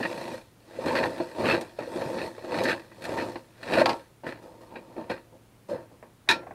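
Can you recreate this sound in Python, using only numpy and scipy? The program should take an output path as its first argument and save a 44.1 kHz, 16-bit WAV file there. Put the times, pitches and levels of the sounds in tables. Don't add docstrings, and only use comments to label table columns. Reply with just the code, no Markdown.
import sys
import numpy as np
from scipy import signal
from scipy.fft import rfft, irfft
from scipy.io import wavfile
from scipy.ndimage import uniform_filter1d

SR = 44100
rng = np.random.default_rng(int(sys.argv[2]) if len(sys.argv) > 2 else 0)


def unload_audio(sound):
    columns = np.transpose(np.atleast_2d(sound))
    steps = np.round(np.clip(columns, -1, 1) * 32767)
    wavfile.write(sys.argv[1], SR, steps.astype(np.int16))


N = 288414
TIME = np.arange(N) / SR
BINS = np.fft.rfftfreq(8192, 1 / SR)

# f/Hz, level/dB
AIR_SPECTRUM = [(15, -56.5), (25, -5), (119, 0.5), (340, -5), (537, -9), (1490, -17), (2850, -21),
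                (5280, -26), (9050, -27), (9810, -26), (15500, -30.5)]
# f/Hz, level/dB
HUM_TONES = [(113, -59), (9491, -100.5), (9561, -99)]

# f/Hz, width/Hz, level/dB
FRAME_MODES = [(113,8,-8), (172,12,-11), (243,22,-7), (343,22,1), (497,30,-2), (545,26,-1), (640,35,-5),
               (917,38,-3), (1043,20,-13), (1282,18,-13), (1588,24,-9), (1793,20,-9), (1875,28,-8.5),
               (1978,30,-10), (2482,26,-15), (2616,26,-13), (2780,28,-22), (3890,45,-19), (4110,45,-20),
               (4315,45,-17), (4530,32,-23), (5040,70,-28)]
# f/Hz, level/dB
FRAME_BODY = [(24,-63), (40,-25), (85,-13), (160,-7.5), (286,-0.5), (395,-4.5), (530,-2), (780,-7),
              (1100,-8.5), (1400,-10), (1800,-6), (2110,-17), (2450,-8.5), (3080,-20), (4200,-23),
              (7000,-52), (15000,-67.5)]
# t/s, level/dB, f/Hz, swell/s
CARRIAGE_KNOCKS = [(0.338,-29,524,0.0061), (0.786,-22.5,523,0.0049), (1.201,-22,646,0.0097),
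                   (1.787,-20,568,0.0037), (1.872,-28.5,504,0.0073), (1.957,-20.5,343,0.0047),
                   (2.053,-31,145,0.012), (2.61,-20,540,0.0031), (3.356,-41,470,0.0076),
                   (3.771,-12.5,638,0.0075), (3.8135,-5,600,0.0045), (4.978,-30,378,0.0045),
                   (5.0,-40,628,0.01), (5.69,-26.5,567,0.0061), (5.711,-21,561,0.0072),
                   (5.726,-23.5,521,0.0074), (5.752,-26,510,0.0074)]

# t/s, level/dB, decay/s
FITTING_SNAPS = [(3.857,-13,0.0069), (3.892,-21.5,0.014), (3.931,-28.5,0.002)]
# f/Hz, level/dB
SNAP_SPECTRUM = [(120, -22), (200, -43), (671, -2.5), (1460, -13.5), (2460, -12.5), (3290, -14.5),
                 (3600, -19), (4640, -13.5), (6300, -32.5), (10800, -40.5), (15000, -54)]
# t/s, level/dB, decay/s
FITTING_RATTLES = [(6.026,-39,0.0067), (6.273,-43.5,0.016), (6.431,-43,0.0087), (6.467,-37.5,0.0074),
                   (6.508,-38.5,0.0095)]
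# f/Hz, level/dB
RATTLE_SPECTRUM = [(120, -36), (200, -29), (646, 1), (1400, -17.5), (1850, -12.5), (2590, -25), (2890, -40),
                   (3760, -38), (8000, -47), (10400, -77), (17600, -120)]
# f/Hz, level/dB, t60/s
FITTING_MODES = [(780,-4,0.2), (835,-4,0.18), (931,-2,0.17), (1090,-4,0.2), (1340,-10,0.2), (1663,-15,0.18)]
# t/s, level/dB, decay/s
CLANK_BLOWS = [(6.288, -5.5, 0.022), (6.301, -14.5, 0.0076), (6.311, -11.5, 0.0096)]
# f/Hz, level/dB
CLANK_SPECTRUM = [(59, -50), (100, -21), (391, -11), (472, -26), (764, -15.5), (904, -2), (1260, -21),
                  (1840, 1), (2050, -15), (2470, 0), (2920, -18.5), (3920, -5), (4640, -20), (8880, -30),
                  (15000, -42)]
# f/Hz, level/dB, t60/s
CLANK_MODES = [(969,-15,0.18), (1367,-8,0.26), (1507,-12,0.19), (1600,-5,0.08), (1793,-7,0.13),
               (1857,-3,0.08), (2460,-9,0.13), (2670,-6,0.08), (2902,-15,0.1), (3058,-18,0.22),
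               (3612,-13,0.094), (3800,-4,0.16), (3860,-6,0.09), (4317,-12,0.17), (5003,-13,0.14),
               (5560,-17,0.18), (6540,-24,0.2), (8393,-25,0.15), (9044,-20,0.09)]

# f/Hz, level/dB
FIBRE_SPECTRUM = [(2060, -31), (3500, -4), (4250, -16.5), (4900, -6.5), (6860, -13), (8160, -10.5),
                  (9240, -13), (10100, -16), (11600, -15.5), (15500, -30)]
# start/s, end/s, rumble/dB, rasp/dB, hiss/dB
ROPE_CREEP = (4.4, 5, -53, -71, -74.5)
# full speed from/s, until/s, rise/(dB/s), fall/(dB/s), rumble/dB, rasp/dB, hiss/dB
ROPE_PULLS = [(0.0, 0.348, 202, 232, -37, -47, -53.5), (.88, 1.061, 146, 178, -26.5, -41, -51),
              (1.178, 1.21, 150, 104, -37, -48.5, -56), (1.418, 1.544, 244, 175, -25, -42, -51),
              (1.97, 2.263, 106, 197, -34, -47.5, -53.5), (2.568, 2.693, 129, 167, -27, -41, -51.5),
              (3.099, 3.242, 168, 130, -31, -46, -53), (3.738, 3.815, 214, 520, -23.5, -33.5, -48),
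              (3.872, 3.908, 900, 230, -27.5, -41, -51.5)]
# t/s, half length/s, rasp/dB
ROPE_BITES = [(0.894, 0.019, -33), (.978, 0.015, -26.5), (1.035, 0.0071, -30), (1.506, 0.036, -26),
              (2.21, 0.033, -43), (2.598, 0.0099, -32.5), (2.662, 0.0091, -30), (2.70, 0.02, -24),
              (3.197, 0.014, -36), (3.221, .01, -36.5), (3.796, .018, -25.5)]
# t/s, rise/s, decay/s, rumble/dB, rasp/dB, hiss/dB
ROPE_SCUFFS = [(1.784, 0.0033, 0.037, -30.5, -40, -56), (4.233, 0.0031, 0.064, -35.5, -50, -68),
               (4.257, 0.018, 0.037, -27.5, -32.5, -49), (4.419, 0.0075, 0.065, -43, -62, -62.5),
               (4.606, 0.003, 0.056, -45, -62, -65), (4.70, 0.035, 0.075, -38, -55.5, -70),
               (4.755, .004, 0.017, -31.5, -34.5, -74), (4.877, .003, 0.12, -48.5, -63, -76),
               (4.958, 0.022, 0.049, -29.5, -46.5, -61), (5.094, 0.0066, 0.032, -26, -32, -49.5),
               (5.32, 0.013, 0.036, -46, -74, -78), (5.682, 0.022, 0.045, -29, -43, -50.5),
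               (5.911, 0.0059, 0.026, -45.5, -71, -69.5)]
# t/s, rasp/dB, rumble/dB, hiss/dB
ROPE_CATCHES = [(0.001, -40, -21.5, -63), (0.028, -26, -38, -68), (0.05, -26.5, -23.5, -69),
                (0.86, -39, -22.5, -47), (0.952, -24.5, -23, -45), (1.2, -41, -21, -60),
                (1.61, -41, -36, -43), (2.017, -35.5, -27, -60), (2.184, -33.5, -28.5, -57),
                (2.38, -49, -35, -70), (2.44, -66, -33, -67), (2.541, -32.5, -34, -54),
                (2.636, -38, -48, -37), (2.915, -50, -46, -80), (3.02, -41, -51, -52),
                (3.04, -37, -47, -45), (3.05, -34.5, -44, -44.5), (3.172, -37, -23, -50),
                (3.356, -37.5, -27.5, -64), (3.629, -37, -39, -52), (3.711, -49, -43, -55),
                (3.735, -22, -35, -42)]


def amp(db):
    return 10 ** (np.asarray(db) / 20)


def unit(x):
    return x / np.sqrt(np.mean(x ** 2) + 1e-20)


def shape(points):
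    hz, db = np.transpose(points)
    return amp(np.interp(np.log(BINS + 1), np.log(hz + 1), db))


def colour(x, gain):
    log_gain = np.log(np.maximum(unit(gain), 1e-5))
    mirrored = np.concatenate([log_gain, log_gain[-2:0:-1]])
    taps = np.fft.ifft(np.exp(np.conj(signal.hilbert(mirrored)))).real
    return signal.oaconvolve(x, taps[:len(BINS)])[:len(x)]


def noise(envelope, gain):
    return colour(envelope * rng.standard_normal(N), gain)


def wander(rate_hz):
    hz = np.fft.rfftfreq(N, 1 / SR)
    return unit(irfft(rfft(rng.standard_normal(N)) * np.exp(-(hz / rate_hz) ** 2), N))


def burst(at, decay_s, rise_s):
    age = np.maximum(TIME - at, 0)
    return (1 - np.exp(-age / rise_s)) * np.exp(-age / decay_s)


def outdoors(air_db=-58.5, hum_db=-4, waver_hz=3):
    bed = noise(amp(air_db), shape(AIR_SPECTRUM))
    for hz, db in HUM_TONES:
        cycles = np.cumsum(hz + waver_hz * wander(26.4)) / SR
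        bed += amp(hum_db + db) * np.sqrt(2) * np.sin(2 * np.pi * cycles)
    return bed


def frame_response(body_db=-3, modes_db=1):
    peaks = sum(amp(db) ** 2 / (1 + ((BINS - hz) / width) ** 2) ** 2 for hz, width, db in FRAME_MODES)
    return np.sqrt((amp(body_db) * shape(FRAME_BODY)) ** 2 + amp(modes_db) ** 2 * peaks)


def shudder(force, top_hz):
    return noise(force, frame_response() / (1 + (BINS / top_hz) ** 2))


def carriage_knocks(blow_db=-1, shake_db=-21, hollow_db=-21, hollow_hz=520):
    blow, shake, hollow = np.zeros((3, N))
    for at, db, hz, swell_s in CARRIAGE_KNOCKS:
        age = np.maximum(TIME - at, 0)
        swell = (age / swell_s * np.exp(1 - age / swell_s)) ** 3
        blow += amp(db) * swell * np.sin(2 * np.pi * hz * age)
        shake += amp(db) * burst(at, decay_s=0.051, rise_s=0.0029)
        hollow += amp(db) * burst(at, decay_s=0.055, rise_s=0.005) * np.sin(2 * np.pi * hollow_hz * age)
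    return amp(blow_db) * blow + amp(shake_db) * shudder(shake, top_hz=1123) + amp(hollow_db) * hollow


def struck_metal(blows, spectrum, modes, crash_db, ring_db, shake_db, shake_decay_s):
    contact, ring, shake = np.zeros((3, N))
    for at, db, decay_s in blows:
        contact += amp(db) * burst(at, decay_s, rise_s=0.00059)
        shake += amp(db) * burst(at, shake_decay_s, rise_s=0.0044)
        start = round(at * SR)
        age = TIME[:min(SR // 2, N - start)]
        onset = 1 - np.exp(-age / 0.00037)
        for hz, mode_db, t60 in modes:
            tone = np.sin(2 * np.pi * (hz * age + rng.random()))
            ring[start:start + len(age)] += amp(db + mode_db - 60 * age / t60) * onset * tone
    crash = noise(contact, shape(spectrum))
    return amp(crash_db) * crash + amp(ring_db) * ring + amp(shake_db) * shudder(shake, top_hz=1410)


def stroke(start, end, rise_db_per_s, fall_db_per_s):
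    return -rise_db_per_s * np.maximum(start - TIME, 0) - fall_db_per_s * np.maximum(TIME - end, 0)


def friction(rasp_slope=0.78, hiss_slope=0.61, bite_hiss_db=-21):
    start, end, *levels = ROPE_CREEP
    creep = amp(stroke(start, end, rise_db_per_s=250, fall_db_per_s=41))
    power = (amp(levels)[:, None] * creep) ** 2 + 1e-14
    for *timing, rumble_db, rasp_db, hiss_db in ROPE_PULLS:
        speed = stroke(*timing)
        power += amp([rumble_db + speed, rasp_db + rasp_slope * speed, hiss_db + hiss_slope * speed]) ** 2
    for at, half_length_s, db in ROPE_BITES:
        swell = np.exp(-((TIME - at) / half_length_s) ** 2)
        power[1:] += amp([[db], [db + bite_hiss_db]]) ** 2 * swell
    for at, rise_s, decay_s, *levels in ROPE_SCUFFS:
        power += (amp(levels)[:, None] * burst(at, decay_s, rise_s)) ** 2
    return np.sqrt(power)


def strand_slips(strands_hz=83, jitter=0.3, spread_db=4.0, release_cycles=0.42, sliding=0.33):
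    strands = np.cumsum(strands_hz * np.exp(jitter * wander(45))) / SR
    force = amp(spread_db * np.clip(rng.standard_normal(N), -2, 1.5))[strands.astype(int)]
    return unit(sliding + force * np.exp(-(strands % 1) / release_cycles))


def moving_contact(sound, spread_db=2, full_above_hz=1500):
    hz, _, spectra = signal.stft(sound, SR, nperseg=512, noverlap=384)
    patches = rng.standard_normal(spectra.T.shape).T
    for size, axis in (16, 1), (10, 1), (2, 0):
        patches = uniform_filter1d(patches, size, axis)
    reach = np.minimum(hz / full_above_hz, 1)[:, None]
    spectra *= amp(spread_db * reach * unit(patches))
    return signal.istft(spectra, nperseg=512, noverlap=384)[1][:N]


def rope(split_hz=1200, bright_hz=3300, fibres_db=-1, bright_db=-3.0, grip_db=1.0):
    rumble, rasp, hiss = friction()
    slip = unit(strand_slips() * amp(grip_db * wander(46.1)))
    rumble *= unit(slip ** 0.43)
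    rasp *= slip
    hiss *= amp(fibres_db) * unit(slip ** 0.38)
    for at, rasp_db, rumble_db, hiss_db in ROPE_CATCHES:
        catch = burst(at, decay_s=0.011, rise_s=0.00055)
        rumble = np.hypot(rumble, amp(rumble_db) * catch)
        rasp = np.hypot(rasp, amp(rasp_db) * catch)
        hiss = np.hypot(hiss, amp(hiss_db) * catch)
    bright = amp(bright_db) * rasp * (hiss / rasp) ** 0.4
    low = 1 / (1 + (BINS / split_hz) ** 8)
    high = 1 - 1 / (1 + (BINS / bright_hz) ** 8)
    middle = (1 - low) * (1 - high)
    frame = frame_response()
    through_frame = noise(rumble, frame * low) + noise(rasp, frame * middle) + noise(bright, frame * high)
    return through_frame + noise(hiss, shape(FIBRE_SPECTRUM))


def scene():
    snaps = struck_metal(FITTING_SNAPS, SNAP_SPECTRUM, FITTING_MODES,
                         crash_db=-1.5, ring_db=-7.5, shake_db=-22, shake_decay_s=0.017)
    rattles = struck_metal(FITTING_RATTLES, RATTLE_SPECTRUM, FITTING_MODES,
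                           crash_db=1.0, ring_db=-14, shake_db=-7.5, shake_decay_s=0.033)
    clank = struck_metal(CLANK_BLOWS, CLANK_SPECTRUM, CLANK_MODES,
                         crash_db=-10, ring_db=-15.5, shake_db=-28, shake_decay_s=0.059)
    return (moving_contact(rope()) + carriage_knocks() + snaps + rattles + clank + outdoors())[None]


def record(dry, housing_hz=9530, width_hz=70, housing_db=3, top_hz=15780):
    resonance = amp(housing_db) / (1 + ((BINS - housing_hz) / width_hz) ** 2) ** 2
    housed = colour(dry[0], 1 + resonance)
    lowpass = signal.firwin(511, top_hz, window=("kaiser", 9), fs=SR)
    return signal.oaconvolve(housed, lowpass, "same")[None]


dry = scene()
out = record(dry)
unload_audio(out)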